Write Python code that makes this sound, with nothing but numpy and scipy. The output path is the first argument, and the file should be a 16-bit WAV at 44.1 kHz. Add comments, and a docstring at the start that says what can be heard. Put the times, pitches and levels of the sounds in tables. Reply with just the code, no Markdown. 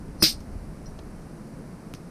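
"""A rubber hose on an engine's cylinder head is let go in a small garage: the seal seeps for an instant, then the
trapped air escapes with a pop and a short bright puff, and the air in the hose rings low.
The hose swings down with a few faint ticks and a small ping at its brass fitting, over a steady room rumble."""
import sys
import numpy as np
from scipy import signal
from scipy.fft import rfft, irfft, next_fast_len
from scipy.io import wavfile
from scipy.ndimage import map_coordinates

SR = 44100
rng = np.random.default_rng(int(sys.argv[2]) if len(sys.argv) > 2 else 0)


def generate_wav(sig):
    """Save sig (samples, or channels by samples) to the path in sys.argv[1] as 16-bit PCM at SR."""
    pcm = np.round(np.clip(np.atleast_2d(sig).T, -1, 1) * 32767).astype(np.int16)
    wavfile.write(sys.argv[1], SR, pcm)


N = 92610

RELEASE_S = .2238  # the seal opens
# air jet at the opening (Hz, dB per Hz)
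JET = [(80, -40), (400, -4.5), (750, -30.5), (1300, -22.5), (2400, -20.5), (3200, -23.5), (4300, -18.5), (4750, -5), (5080, -0.5), (5550, -11), (6200, -18.5), (6900, -29.5), (7600, -23.5), (9000, -17.5), (10200, -18), (11400, -31.5), (12200, -16.5), (13000, -16), (15200, -30)]
JET_DB, JET_ATTACK_S, JET_HOLD_S, JET_T60_S, JET_FLUTTER_DB = -13.5, 0.0018, 0.0077, .11, 2
# the puff as the garage returns it (Hz, dB per Hz)
ECHO = [(80, -36), (400, -24.5), (750, -30.5), (1400, -19), (2200, -16.5), (3100, -14.5), (4200, -6), (5000, -3.5), (5600, -8.5), (6400, -17.5), (7500, -28), (8900, -20.5), (10300, -29), (11400, -29), (12500, -24.5), (14200, -23), (15200, -25.5)]
ECHO_DB, ECHO_DELAY_S, ECHO_ATTACK_S = -14.5, 0.0091, 0.0053
ECHO_T60 = [(300, .17), (1000, 0.13), (2500, .25), (5000, 0.28), (9000, 0.45), (14000, .25)]  # (Hz, t60 s)
ECHO_KNEE_S, ECHO_LATE_DB_PER_S = 0.073, 258  # the tail falls faster after this time
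SEEP = [(3500, -34), (4000, -22.5), (4250, -5), (4700, -18.5), (5150, -0.5), (5550, -18), (5930, -4.5), (6300, -61), (7800, -32.5), (8900, -16), (9550, -5), (10300, -24), (11000, -34), (15000, -40.5)]  # (Hz, dB per Hz)
SEEP_DB, SEEP_RISE_DB_PER_S = -28.5, 1051
# crack and low push of the escaping air (delay s, attack s, Hz, peak dB, t60 s)
PUSH = [(0, .0002, 1210, -11.5, 0.0046), (.0001, .0002, 1870, -15.5, 0.0035), (.0012, .001, 201, -7.5, .018)]
# air column and wall of the hose (Hz, peak dB, t60 s)
HOSE = [(155, -26, .14), (317, -19.5, .105), (612, -36, .09)]  # fixed
# ring of the fitting and the cooling fins (Hz, peak dB, t60 s)
METAL = [(2178, -35, .2), (3397, -35, .2), (3975, -32, .2), (4097, -32, .2), (4237, -34, .26), (4315, -30, .26), (4701, -25, .2), (4897, -22, .22), (4997, -22, .2), (5140, -24, .17), (5466, -24, .2)]  # fixed
# ticks of the swinging hose (s, level dB, tilt dB per octave, t60 s)
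TICKS = [(0.4042, -49.5, 2, 0.035), (1.9381, -33.5, 0, 0.0073), (1.9487, -41, 1, .012)]
TICK = [(200, -12.5), (700, -10), (1500, -4), (2600, 3.5), (4200, -4.5), (6000, 1.5), (7500, -16), (9300, -6), (11400, -17), (13000, -8), (15000, -33)]  # (Hz, dB per Hz)
TICK_ROOM_DB, TICK_ROOM_T60_S = -1, 0.12
PING = [(4200, -50.5, .06), (5200, -45.5, 0.061), (5700, -49, 0.13), (5790, -47, 0.12), (5880, -52, .08), (13300, -63, .04)]  # (Hz, peak dB, t60 s)
ROOM = [(20, -20), (70, -20), (115, -8.5), (158, 0), (190, -3.5), (220, -1.5), (255, -7.5), (310, -8.5), (350, -12), (440, -14), (600, -17), (750, -20), (1450, -26.5), (2200, -32.5), (3450, -43.5), (4550, -37.5), (5800, -38), (7030, -43), (8500, -39), (10000, -38.5), (12000, -46.5), (14000, -50), (15200, -59)]  # (Hz, dB per Hz)
ROOM_DB = -42
RUMBLE = [(10, -25.5), (20, 5), (35, 4.5), (60, 0.5), (90, -3.5), (120, -12), (170, -35.5), (280, -89.5)]  # (Hz, dB per Hz)
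RUMBLE_LEVEL = [(0, -38.5), (.15, -43.5), (.33, -42), (.39, -38), (0.451, -43.5), (0.559, -35.5), (.62, -37.5), (.71, -37.5), (.76, -47.5), (.89, -41), (1.15, -45), (1.35, -47.5), (2.1, -53)]  # (s, dB)
SIDE = [(100, -82), (4000, -55.5), (5500, -42), (8000, -36), (10500, -20.5), (11500, -10), (13000, -3.5), (15000, -6)]  # (Hz, side over mid dB)
LEAN = [(9000, 0), (11500, -3.5), (13000, 3), (15000, 3.5)]  # (Hz, left over right dB)
NOTCH_HZ, NOTCH_WIDTH_HZ, NOTCH_DB = 11200, 260, -11.5
TOP_HZ = 15300  # fixed
HOSE_DB, METAL_DB = 4, 0.5
# faint whistles as the jet dies (s, Hz, width Hz, level dB, length s)
WHISTLES = [(.2985, 8930, 300, -32, .003), (.318, 8600, 200, -44.5, .022), (.295, 12600, 150, -42.5, .018), (.33, 12680, 250, -50, .009)]
KNOCK = [(150, -1), (600, 5), (1200, -4.5), (2000, -16), (2900, -12), (3600, -15), (4030, -6.5), (4500, -20), (6100, -14), (7200, -28), (15000, -40)]  # (Hz, dB per Hz)
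SCATTER = [(100, -90.5), (9000, -49.5), (11500, -10), (13000, -13), (15000, -12)]  # (Hz, diffuse side sound in dB)
TICK_ROOM = [(200, -13), (1500, -5), (3400, -11.5), (5200, 1.5), (6200, -5), (7500, -19), (9300, -10), (12000, -18), (15000, -26)]  # (Hz, dB per Hz)
KNOCK_S = .9885  # fixed
KNOCK_DB, KNOCK_ATTACK_S, KNOCK_T60_S = -35, 0.00094, 0.038  # the hose nudges the engine
# soft bumps of the hose (s, peak dB)
BUMPS = [(.088, -31.5), (.989, -40), (1.9396, -32)]
BUMP = [(164, 0.5, 0.086), (247, -1, 0.038)]  # (Hz, dB, t60 s)
SNAP_S = 1.9385  # fixed
SNAP = [(1500, -30.5, 0.0031), (2530, -26, 0.0044), (5100, -32.5, 0.0025), (9300, -35, .004), (13000, -39, 0.0072)]  # the last, dry click (Hz, peak dB, t60 s)
THUD_S = None
THUD = None
PING_S = .858  # fixed
PING_ATTACK_S = 0.0027
LOW_CUT_HZ, LOW_CUT_WIDTH_HZ, LOW_CUT_DB = 400, 55, -10  # fixed


def amp(db):
    """Decibels to gain."""
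    return 10 ** (np.asarray(db) / 20)


def unit(x):
    """Scaled to rms 1."""
    return x / np.sqrt(np.mean(x ** 2) + 1e-20)


def along(points, hz):
    """(Hz, value) points read on a log axis."""
    f, v = np.transpose(points)
    return np.interp(np.log(hz + 1), np.log(f + 1), v)


def since(s):
    """Seconds since s, zero before it."""
    return np.maximum(np.arange(N) / SR - s, 0)


def wobble(rate):
    """A smooth random curve, rate knots a second."""
    return map_coordinates(rng.standard_normal(int(N * rate / SR) + 4), [np.arange(N) * rate / SR])


def filtered(x, response):
    """x times a response of frequency."""
    m = next_fast_len(N + SR // 2)
    return irfft(rfft(x, m) * response(np.fft.rfftfreq(m, 1 / SR)), m)[..., :N]


def noise(spectrum, tilt=0):
    """Coloured noise of rms 1, tilted in dB per octave."""
    return unit(filtered(rng.standard_normal(N), lambda hz: amp(along(spectrum, hz) + tilt * np.log2(np.maximum(hz, spectrum[0][0])))))


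def burst(s, attack, t60, hold=0):
    """Attack, hold and exponential release."""
    return (1 - np.exp(-since(s) / attack)) * np.exp(-np.log(1000) * since(s + hold) / t60)


def ring(s, modes, attack):
    """Damped modes set off at s."""
    return sum(amp(db) * burst(s, attack, t60) * np.sin(2 * np.pi * hz * since(s)) for hz, db, t60 in modes)


def puff():
    """The seal seeps, then a fluttering jet of air bursts out and dies as the pressure falls."""
    before = RELEASE_S - np.arange(N) / SR
    seep = amp(SEEP_DB - SEEP_RISE_DB_PER_S * np.abs(before)) * noise(SEEP)
    jet = noise(JET) * burst(RELEASE_S, JET_ATTACK_S, JET_T60_S, JET_HOLD_S)
    flutter = wobble(900)  # fixed
    return seep + jet * amp(JET_DB + JET_FLUTTER_DB * flutter)


def echo():
    """The near walls return the puff; each frequency dies at its own speed."""
    start = RELEASE_S + ECHO_DELAY_S
    hz, t, z = signal.stft(noise(ECHO), SR, nperseg=256)
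    fade = np.exp(-np.log(1000) * np.maximum(t - start, 0) / along(ECHO_T60, hz)[:, None])
    tail = signal.istft(z * fade, SR, nperseg=256)[1][:N]
    return tail * (1 - np.exp(-since(start) / ECHO_ATTACK_S)) * amp(ECHO_DB - ECHO_LATE_DB_PER_S * since(start + ECHO_KNEE_S))


def pop():
    """The pressure step gives a crack and a low push, and rings the hose and the metal around it."""
    push = sum(ring(RELEASE_S + delay, [mode], attack) for delay, attack, *mode in PUSH)
    hose = amp(HOSE_DB) * ring(RELEASE_S + .004, HOSE, attack=0.0016)
    return push + hose + amp(METAL_DB) * ring(RELEASE_S, METAL, attack=0.0053)


def ticks():
    """Small contacts of the swinging hose, each with a short room tail; the fitting pings once and clicks once."""
    out = ring(PING_S, PING, PING_ATTACK_S) + ring(SNAP_S, SNAP, attack=.0001)
    for s, db, tilt, t60 in TICKS:
        direct = burst(s, 0.00023, t60) * noise(TICK, tilt)
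        tail = burst(s, 0.00397, TICK_ROOM_T60_S) * noise(TICK_ROOM) * np.sqrt(t60 / TICK_ROOM_T60_S)
        out = out + amp(db) * (direct + amp(TICK_ROOM_DB) * tail)
    return out


def garage():
    """Steady room noise, and a low rumble that settles as the hose comes to rest."""
    level_db = np.interp(np.arange(N) / SR, *np.transpose(RUMBLE_LEVEL))
    return amp(ROOM_DB) * noise(ROOM) + amp(level_db) * noise(RUMBLE)


def whistles():
    """Narrow bands of the failing jet swell and fade."""
    t, out = np.arange(N) / SR, np.zeros(N)
    for s, hz, width, db, length in WHISTLES:
        band = unit(filtered(rng.standard_normal(N), lambda f: np.exp(-((f - hz) / width) ** 2)))
        out += amp(db) * band * np.exp(-((t - s) / length) ** 2)
    return out


def knock():
    """One dull contact of the rubber, and the low bumps of the hose being handled."""
    bumps = sum(amp(db) * ring(s, BUMP, attack=0.00047) for s, db in BUMPS)
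    return bumps + amp(KNOCK_DB) * burst(KNOCK_S, KNOCK_ATTACK_S, KNOCK_T60_S) * noise(KNOCK)


def scene():
    """All sounds meet in the middle. The release has a narrow treble notch and a trough just above the hose's
    main ring; only its top octave spreads."""
    air = filtered(puff() + whistles() + echo(), lambda hz: amp(NOTCH_DB * np.exp(-((hz - NOTCH_HZ) / NOTCH_WIDTH_HZ) ** 2)))
    side = filtered(air, lambda hz: 1j * amp(along(SIDE, hz))) + filtered(echo(), lambda hz: amp(along(SCATTER, hz)))
    pair = filtered(np.array([air + side, air - side]), lambda hz: amp(np.outer([.5, -.5], along(LEAN, hz))))
    release = filtered(pair + pop(), lambda hz: amp(LOW_CUT_DB * np.exp(-((hz - LOW_CUT_HZ) / LOW_CUT_WIDTH_HZ) ** 2)))
    return release + ticks() + knock() + garage()


def record(dry):
    """The camera keeps nothing above its band limit."""
    return filtered(dry, lambda hz: hz < TOP_HZ)


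dry = scene()
out = record(dry)
generate_wav(out)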